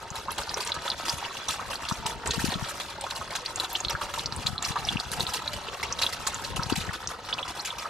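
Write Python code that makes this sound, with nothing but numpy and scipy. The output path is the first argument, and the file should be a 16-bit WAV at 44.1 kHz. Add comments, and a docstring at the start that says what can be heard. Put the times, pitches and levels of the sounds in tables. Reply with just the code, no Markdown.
"""Uneven slapping bursts of spray and churn, ringing bubble pops, close echoes and a buffeting draught:
a thick stream of thin oil falls from an engine sump into a half-full plastic drain pan under a car.
Splash: swarms of tiny bubbles plus noise, swelled by flow and slaps. Large bubbles: rising, dying tones.
The pan adds resonances, the car's underside adds close, diffuse echoes;
low rumble noise, gusts and short dents make the draught, strongest at the left port."""
import sys
import numpy as np
from scipy import signal
from scipy.fft import rfft, irfft, next_fast_len
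from scipy.io import wavfile
from scipy.ndimage import map_coordinates

SR = 44100
rng = np.random.default_rng(int(sys.argv[2]) if len(sys.argv) > 2 else 0)


def dump_mix(stems):
    """Bounce the given channels to the path in sys.argv[1] as a 16-bit WAV at rate SR."""
    frames = np.atleast_2d(stems).T  # one column per channel
    limited = np.clip(frames, -1, 1)  # hard clip at full scale
    pcm = np.round(limited * 32767).astype(np.int16)
    wavfile.write(sys.argv[1], SR, pcm)


N = 347949


def amp(db):
    """Gain of a level in dB."""
    return 10 ** (np.asarray(db) / 20)


def unit(x):
    """Scaled to rms 1."""
    return x / np.sqrt(np.mean(x ** 2) + 1e-20)


def along(points, hz):
    """(Hz, value) points interpolated on a log frequency axis."""
    f, v = np.transpose(points)
    return np.interp(np.log(hz + 1), np.log(f + 1), v)


def curves(rows):
    """One value per sample for each column after the time."""
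    s, *cols = np.transpose(rows)
    return [np.interp(np.arange(N) / SR, s, c) for c in cols]


def wobble(rate_hz):
    """Smooth random curve, rate_hz knots a second."""
    knots = rng.standard_normal(int(N * rate_hz / SR) + 4)
    return map_coordinates(knots, [np.arange(N) * rate_hz / SR])


def filtered(x, response):
    """x through a complex frequency response."""
    m = next_fast_len(N + SR // 2)
    hz = np.fft.rfftfreq(m, 1 / SR)
    return irfft(rfft(x, m) * response(hz), m)[..., :N]


def alike_gains(likeness):
    """Mid and side gains that give a left-right likeness."""
    turn = np.arccos(np.clip(likeness, -1, 1)) / 2
    return np.cos(turn), np.sin(turn)


def draught():
    """Low rumble noise; gusts build slowly, drop fast and favour the left; eddies dent the left membrane."""
    # gust peaks: (time [s], level [dB])
    gust_peaks = [(0.12, -53), (0.55, -49), (1.15, -49.5), (2.1, -44), (2.55, -38.5), (3.25, -52),
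                  (4.0, -47), (4.5, -40), (4.96, -39.5), (5.22, -39.5), (5.6, -44.5), (6.05, -43.5),
                  (6.78, -38)]
    # rumble spectrum: (frequency [Hz], relative level [dB])
    rumble_spectrum = [(15, -21), (30, -7.5), (70, 0.5), (160, -6), (300, -12.5), (500, -17.5), (900, -57)]
    # eddy dents; close rows together make one longer swing: (time [s], relative level [dB])
    eddies = [(0.117, -29), (1.139, -28), (1.922, -16.5), (2.058, -26), (2.3818, -16), (2.444, -11),
              (2.486, -17.5), (2.49, -18.5), (2.56, -17.5), (2.627, -19.5), (3.948, -26), (4.258, -29),
              (4.328, -27.5), (4.455, -24), (4.491, -27), (4.506, -27), (4.532, -25), (4.708, -20.5),
              (4.795, -30), (4.878, -28), (4.959, -15), (5.118, -28), (5.189, -23.5), (5.2076, -23),
              (5.236, -23.5), (6.553, -24), (6.595, -18), (6.667, -23), (6.725, -9.5), (6.728, -16.5),
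              (6.7802, -19.5), (6.7852, -19.5), (6.8835, -24), (6.8947, -22)]
    build_db_per_s, drop_db_per_s = 15, 63
    calm_db, right_gust_db = -51.5, -4.5
    widest_ms, sharpen_db_per_db, sharp_from_db = 1.86, 0.61, -20  # louder dents are narrower

    peak_s, peak_db = np.transpose(gust_peaks)[..., None]
    after_s = np.arange(N) / SR - peak_s
    fall_db = np.where(after_s < 0, -build_db_per_s * after_s, drop_db_per_s * after_s)
    gust = amp((peak_db - fall_db).max(axis=0))

    noise = amp(4.06 * wobble(30)) * rng.standard_normal((3, N))
    coloured = filtered(noise, lambda hz: amp(along(rumble_spectrum, hz)))
    shared, left, right = map(unit, coloured)
    calm = amp(calm_db) * shared * amp([[2.5], [-2.5]])
    gusts = gust * np.array([left, amp(right_gust_db) * (right + 0.41 * left)])

    half = 600
    dents = np.zeros(N + SR)
    t_ms = np.arange(-half, half) / SR * 1000
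    for s, db in eddies:
        u = t_ms / widest_ms * amp(sharpen_db_per_db * max(db - sharp_from_db, 0))
        # deep dip between two opposite swings, the second larger
        dent = (u * u - 1 + 0.21 * u) * np.exp(-u * u / 2)
        dents[round(s * SR) - half:][:len(u)] += amp(db) * dent
    return calm + gusts + dents[:N] * amp([[0.5], [-19]])


def echo_tails(count):
    """Answers of close hard surfaces: noise whose decay time and left-right likeness vary with frequency."""
    # echo decay: (frequency [Hz], T60 [s])
    decay = [(500, 0.064), (2000, 0.056), (5000, 0.036), (12000, 0.051)]
    # echo likeness: (frequency [Hz], left-right likeness [0-1])
    echo_likeness = [(500, 0.99), (1500, 0.28), (5000, 0.46)]
    hz, t, z = signal.stft(rng.standard_normal((2, count, SR // 6)), SR, nperseg=64)
    mid_gain, side_gain = alike_gains(along(echo_likeness, hz)[:, None])
    mid, side = z[0] * mid_gain, z[1] * side_gain
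    fade = amp(-60 * t / along(decay, hz)[:, None])
    tails = signal.istft(np.array([mid + side, mid - side]) * fade, SR, nperseg=64)[1]
    return tails / np.linalg.norm(tails[:1], axis=2, keepdims=True)  # left energy 1


def underside(x):
    """Underside echoes: overlapping pieces each get a freshly drawn tail, so no one random colour stands out."""
    hop = SR // 4
    count = N // hop + 2
    padded = np.pad(x, (hop + 70, 2 * hop))  # 70 samples of echo delay
    out = np.zeros((2, N + 2 * SR))
    window = np.sin(np.pi * np.arange(2 * hop) / (2 * hop))
    for k, tail in enumerate(np.swapaxes(echo_tails(count), 0, 1)):
        piece = padded[k * hop:][:2 * hop] * window
        answer = signal.fftconvolve(piece[None], tail, axes=1)
        out[:, k * hop:][:, :answer.shape[1]] += answer
    return out[:, hop:hop + N]


def pan(hz):
    """Response of the pan and air gap: all passes, resonances are added."""
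    # resonances: (centre [Hz], width [Hz], relative level [dB])
    modes = [(550, 106, 0), (928, 34, 1.5), (1280, 23, 1.5), (2724, 640, 1.5), (3406, 46, 4.5),
             (3955, 160, -4), (5710, 110, -9)]
    resonances = sum(amp(db) * 1j * hz * w / (c * c - hz * hz + 1j * hz * w) for c, w, db in modes)
    return 1 + 0.78 * resonances


def rings(s, hz, db, life_s, rise, size):
    """Bubbles: tones with a quick onset that climb in pitch as they near the surface, then die."""
    t = np.arange(size) / SR
    u = t / life_s[:, None]
    hz = hz[:, None]
    # pitch is up by the fraction `rise` after one life
    phase = 2 * np.pi * hz * t * (1 + rise[:, None] * np.minimum(u, 2) ** 2 / 3)
    envelope = (1 - np.exp(-t * hz * 1.2)) * np.exp(-u ** 2)
    tone = amp(db)[:, None] * np.sin(phase) * envelope
    at = np.round(s * SR).astype(int)[:, None] + np.arange(size)
    return np.bincount(at.ravel(), tone.ravel(), N + size)[:N]


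def bubbles():
    """Large trapped bubbles: higher ones ring shorter, the heaving surface flutters them, the pan hums."""
    # ringing bubbles: (time [s], pitch [Hz], relative level [dB])
    pops = [(0.104, 6460, -24.5), (0.283, 1060, -16.5), (0.3184, 10200, -20.5), (0.377, 903, -29),
            (0.434, 4480, -20), (0.493, 4570, -20.5), (0.5424, 5640, -13), (0.601, 940, -28),
            (0.606, 4280, -19), (0.65, 8200, -20), (0.6737, 7150, -19.5), (0.7187, 3710, -12.5),
            (0.879, 1230, -23), (0.879, 3500, -21.5), (0.9017, 4370, -11), (0.9163, 3310, -18.5),
            (1.0955, 4740, -10), (1.102, 916, -25), (1.226, 880, -20), (1.25, 2740, -24.5),
            (1.309, 964, -31), (1.4851, 5830, -13.5), (1.488, 3600, -16), (1.488, 1095, -21.5),
            (1.489, 8400, -15.5), (1.594, 1040, -22), (1.707, 980, -23), (1.756, 4100, -22.5),
            (1.8868, 4220, -21.5), (1.9106, 1010, -19), (1.924, 5630, -23), (2.056, 877, -22.5),
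            (2.0595, 5170, -21), (2.2742, 7160, -12.5), (2.3084, 3840, -14), (2.3113, 6540, -16.5),
            (2.3922, 1590, -19.5), (2.4514, 5600, -19.5), (2.5401, 3400, -16.5), (3.012, 8700, -22.5),
            (3.039, 775, -23.5), (3.066, 1200, -21), (3.109, 3960, -21), (3.213, 1124, -22),
            (3.3616, 6700, -15), (3.4605, 4270, -15.5), (3.559, 6700, -16), (3.599, 3860, -12.5),
            (3.645, 3850, -20.5), (3.7304, 10900, -20.5), (3.753, 3300, -24), (3.804, 6200, -16.5),
            (3.8487, 3750, -14), (3.884, 4060, -18), (3.906, 5170, -14.5), (3.951, 1416, -14.5),
            (4.011, 1060, -23.5), (4.176, 910, -23.5), (4.194, 3660, -19.5), (4.2588, 4130, -12.5),
            (4.3233, 4380, -17.5), (4.3634, 8340, -22), (4.466, 6970, -19), (4.468, 3940, -7),
            (4.58, 3730, -20.5), (4.626, 6900, -16), (4.65, 4850, -17), (4.719, 3860, -25),
            (4.7572, 964, -15.5), (4.8508, 5300, -20.5), (4.8875, 3440, -13), (4.97, 2650, -23.5),
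            (5, 4200, -19), (5.1167, 9060, -17.5), (5.2063, 3870, -8.5), (5.267, 3740, -13.5),
            (5.34, 3900, -23), (5.37, 4170, -19.5), (5.4773, 4030, -17), (5.685, 2720, -27.5),
            (5.8303, 2020, -19), (5.8354, 5200, -19), (5.925, 5740, -13.5), (5.9899, 3640, -17.5),
            (6.0198, 4400, -13), (6.022, 2840, -19), (6.023, 3720, -14), (6.0337, 3970, -11),
            (6.065, 3400, -10), (6.271, 1230, -22), (6.272, 4240, -18), (6.273, 6500, -11.5),
            (6.3446, 6500, -15.5), (6.448, 3940, -16), (6.564, 2590, -23.5), (6.593, 1155, -21.5),
            (6.6338, 5100, -14.5), (6.726, 4500, -17.5), (6.891, 1720, -21), (6.939, 1270, -26.5),
            (7.0734, 5660, -17), (7.3273, 3160, -13.5), (7.337, 4300, -20.5), (7.429, 3380, -25),
            (7.6586, 6400, -17.5), (7.705, 3470, -22), (7.796, 4700, -24.5), (7.855, 1140, -25)]
    # bursting at the surface: (time [s], start pitch [Hz], relative level [dB], life [ms], rise per life [1])
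    sweeps = [(1.73, 2970, -32.5, 8.3, 0.47), (3.752, 2980, -21, 9.7, 0.69),
              (7.386, 2600, -28.5, 8.5, 0.72), (7.594, 4100, -29, 20, 0.72)]
    life_ms_at_1k, life_power, max_rise = 4.3, 0.74, 0.28
    twin_db = -6.5  # each bubble sheds a fainter twin of nearby pitch

    s, hz, db = np.transpose(pops)
    life_s = life_ms_at_1k / 1000 * (hz / 1000) ** -life_power
    climb, later, apart = rng.random((len(s), 3)).T
    firsts = rings(s, hz, db, life_s, max_rise * climb, size=1500)
    twin_s = s + 2 * later * life_s
    twin_hz = hz * (0.88 + 0.24 * apart)
    twins = rings(twin_s, twin_hz, db + twin_db, 1.5 * life_s, max_rise * later, size=1500)

    s, hz, db, life_ms, rise = np.transpose(sweeps)
    bursts = rings(s, hz, db, life_ms / 1000, rise, size=1500)
    flutter = amp(2.5 * wobble(900))
    return filtered(flutter * (firsts + twins + bursts), pan) * amp(-3.0)


def swarm(count, cycles, range_db, lo_hz, hi_hz, size):
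    """Many small bubbles of random time, pitch and strength, mostly faint, rms 1; life in cycles."""
    when, pitch, big, rise = rng.random((count, 4)).T
    hz = lo_hz * (hi_hz / lo_hz) ** pitch
    db = range_db * big ** 2 + 10 * np.log10(hz)
    return unit(rings(when * (N - 1) / SR, hz, db, cycles / hz, 0.15 * rise, size))


def spread(pair, spectrum):
    """Two unrelated signals, coloured by spectrum and pan, mixed to left and right, rms 1."""
    # likeness: (frequency [Hz], left-right likeness [0-1])
    likeness = [(300, 1), (640, 0.97), (1400, 0.89), (3100, 0.65), (6800, 0.54), (13000, 0.16)]

    def colour(hz):
        return amp(along(spectrum, hz)) * pan(hz) * np.array(alike_gains(along(likeness, hz)))

    mid, side = filtered(pair, colour)
    return unit(np.array([mid + side, mid - side]))


def slaps():
    """Spray and churn strength as lumps of the stream slap the pool: crisp front, then a fade."""
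    # slaps: (time [s], relative spray level [dB], relative churn level [dB])
    lumps = [(0.153, -40, -71), (0.305, -42, -59), (0.38, -33, -34), (0.57, -42, -36.5),
             (0.603, -35.5, -52), (0.662, -35.5, -44), (0.74, -37.5, -43), (0.852, -43, -34.5),
             (1.051, -39, -63), (1.08, -33.5, -42), (1.219, -48, -42.5), (1.24, -38, -75),
             (1.301, -51, -71), (1.366, -38, -67), (1.483, -36.5, -44), (1.613, -79, -36.5),
             (1.7, -32.5, -39.5), (1.505, -31.5, -64), (1.817, -44, -44), (1.849, -37, -56),
             (1.886, -37, -65), (2.061, -27.5, -36.5), (2.257, -35, -32.5), (2.305, -32, -43),
             (2.333, -38.5, -50), (2.447, -38, -49), (2.518, -45, -39), (2.799, -38, -43),
             (3.008, -42, -74), (3.036, -43, -55), (3.101, -39.5, -43), (3.15, -38.5, -47),
             (3.305, -37, -35), (3.351, -31.5, -50), (3.45, -34, -39), (3.556, -42.5, -57),
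             (3.598, -39, -39), (3.746, -40, -40), (3.895, -35, -39), (4.012, -35.5, -36),
             (4.137, -38, -43), (4.179, -41, -60), (4.461, -32.5, -36.5), (4.622, -33, -39),
             (4.643, -35, -57), (4.682, -33.5, -41.5), (4.756, -39.5, -32.5), (4.868, -41.5, -43),
             (4.922, -37, -42), (5.115, -33, -46), (5.195, -36.5, -35), (5.269, -38, -70),
             (5.335, -29, -45), (5.531, -37.5, -55), (5.828, -33.5, -36), (5.985, -36.5, -56),
             (6.015, -28, -35), (6.125, -36, -67), (6.266, -33, -30), (6.438, -37.5, -48),
             (6.56, -35, -40.5), (6.625, -38.5, -41), (6.697, -32.5, -36), (6.755, -35, -67),
             (6.804, -40, -57), (6.863, -43, -39), (6.931, -40.5, -45), (7.086, -43, -64),
             (7.287, -43, -38.5), (7.323, -63, -42), (7.378, -49, -39.5), (7.477, -37.5, -44),
             (7.594, -51, -49), (7.647, -34, -71), (7.67, -40, -67), (7.782, -37, -50), (7.851, -81, -35.5)]
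    attack_s, spray_t60_s, churn_t60_s, crisp_t60_s = 0.0017, 0.18, 0.16, 0.041
    s, *db = np.transpose(lumps)
    t = np.arange(SR // 4) / SR
    starts = np.zeros((2, N))
    starts[:, np.round(s * SR).astype(int)] = amp(db)
    fade = amp(-60 * t / [[spray_t60_s], [churn_t60_s]])
    front = (1 - np.exp(-t / attack_s)) * (1 + 0.53 * amp(-60 * t / crisp_t60_s))
    return np.abs(signal.fftconvolve(starts, fade * front, axes=1)[:, :N])


def splash():
    """Fine spray and droplet ticks above, coarse churn below, smooth wash; slaps and surges swell them."""
    # stream between slaps: (time [s], relative spray level [dB])
    flow = [(0.0, -47.5), (0.61, -44), (2.2, -44.5), (2.48, -39.5), (3.05, -48.5), (4.88, -45), (5.93, -44),
            (7.89, -49)]
    # spray spectrum: (frequency [Hz], relative level [dB])
    spray_spectrum = [(700, -122), (1500, -9.5), (2200, -14.5), (4300, -7.5), (7000, -10.5), (12300, -17),
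                      (13600, -22), (14500, -35), (16400, -50)]
    # churn spectrum: (frequency [Hz], relative level [dB])
    churn_spectrum = [(200, -0.5), (320, -11.5), (550, -8.5), (900, -0.5), (1300, 0.5), (1900, -7),
                      (3000, -15.5), (6000, -59)]
    churn_over_spray_db, churn_follows = 3.5, 0.37  # at mean flow; share of the flow's swings
    bright_hz, brightens_db_per_db = 6850, 0.41  # above bright_hz the spray swings wider
    wash_db = -10  # relative to the flow

    flow_db, = curves(flow)
    mean_db = flow_db.mean()
    churn_db = mean_db + churn_over_spray_db + churn_follows * (flow_db - mean_db)
    spray_slaps, churn_slaps = slaps()
    surge_db = 1.6 * wobble(45) + 1.2 * wobble(110)
    spray = (amp(flow_db + 2.4 * wobble(12)) + spray_slaps) * amp(surge_db)
    churn = (amp(churn_db) + churn_slaps) * amp(0.82 * surge_db + 0.57 * wobble(23))

    fine, coarse = [], []
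    for _ in range(2):
        mist = swarm(count=15000, cycles=8, range_db=10.5, lo_hz=1500, hi_hz=15160, size=320)
        ticks = swarm(count=900, cycles=0.33, range_db=8, lo_hz=6100, hi_hz=11900, size=30)
        fine.append(mist + 0.14 * ticks)
        coarse.append(swarm(count=5500, cycles=2.6, range_db=9, lo_hz=300, hi_hz=2400, size=700))
    hiss = 0.65 * rng.standard_normal((2, 2, N))
    drops = spread(fine + hiss[0], spray_spectrum)
    lumpy = spread(coarse + hiss[1], churn_spectrum)

    top = filtered(drops, lambda hz: 1 / (1 + (bright_hz / (hz + 1)) ** 4))
    flicker = amp(3 * wobble(14) + 3 * wobble(40))
    sputter = unit(unit(spray) ** brightens_db_per_db * flicker)
    smooth = spread(rng.standard_normal((2, N)), spray_spectrum)
    wash = filtered(smooth, lambda hz: 1 / (1 + (hz / bright_hz) ** 4))
    return amp(flow_db + wash_db) * wash + spray * (drops + (sputter - 1) * top) + churn * lumpy


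def scene():
    """Bubbles and splash with their close echoes, draught on top."""
    pops, pour = bubbles(), splash()
    echoes = underside(amp(-4.5) * pops + amp(-7) * pour.mean(axis=0))
    return pops * amp([[-0.6], [0.6]]) + pour + echoes + draught()


def record(dry):
    """Left port lags the right by 0.6 sample, being a little farther off; band-limited."""
    lag_s, top_hz = 0.6 / SR, 16300
    sides = np.array([[-1], [1]])
    return filtered(dry, lambda hz: (hz < top_hz) * np.exp(1j * np.pi * hz * lag_s * sides))


dry = scene()
out = record(dry)
dump_mix(out)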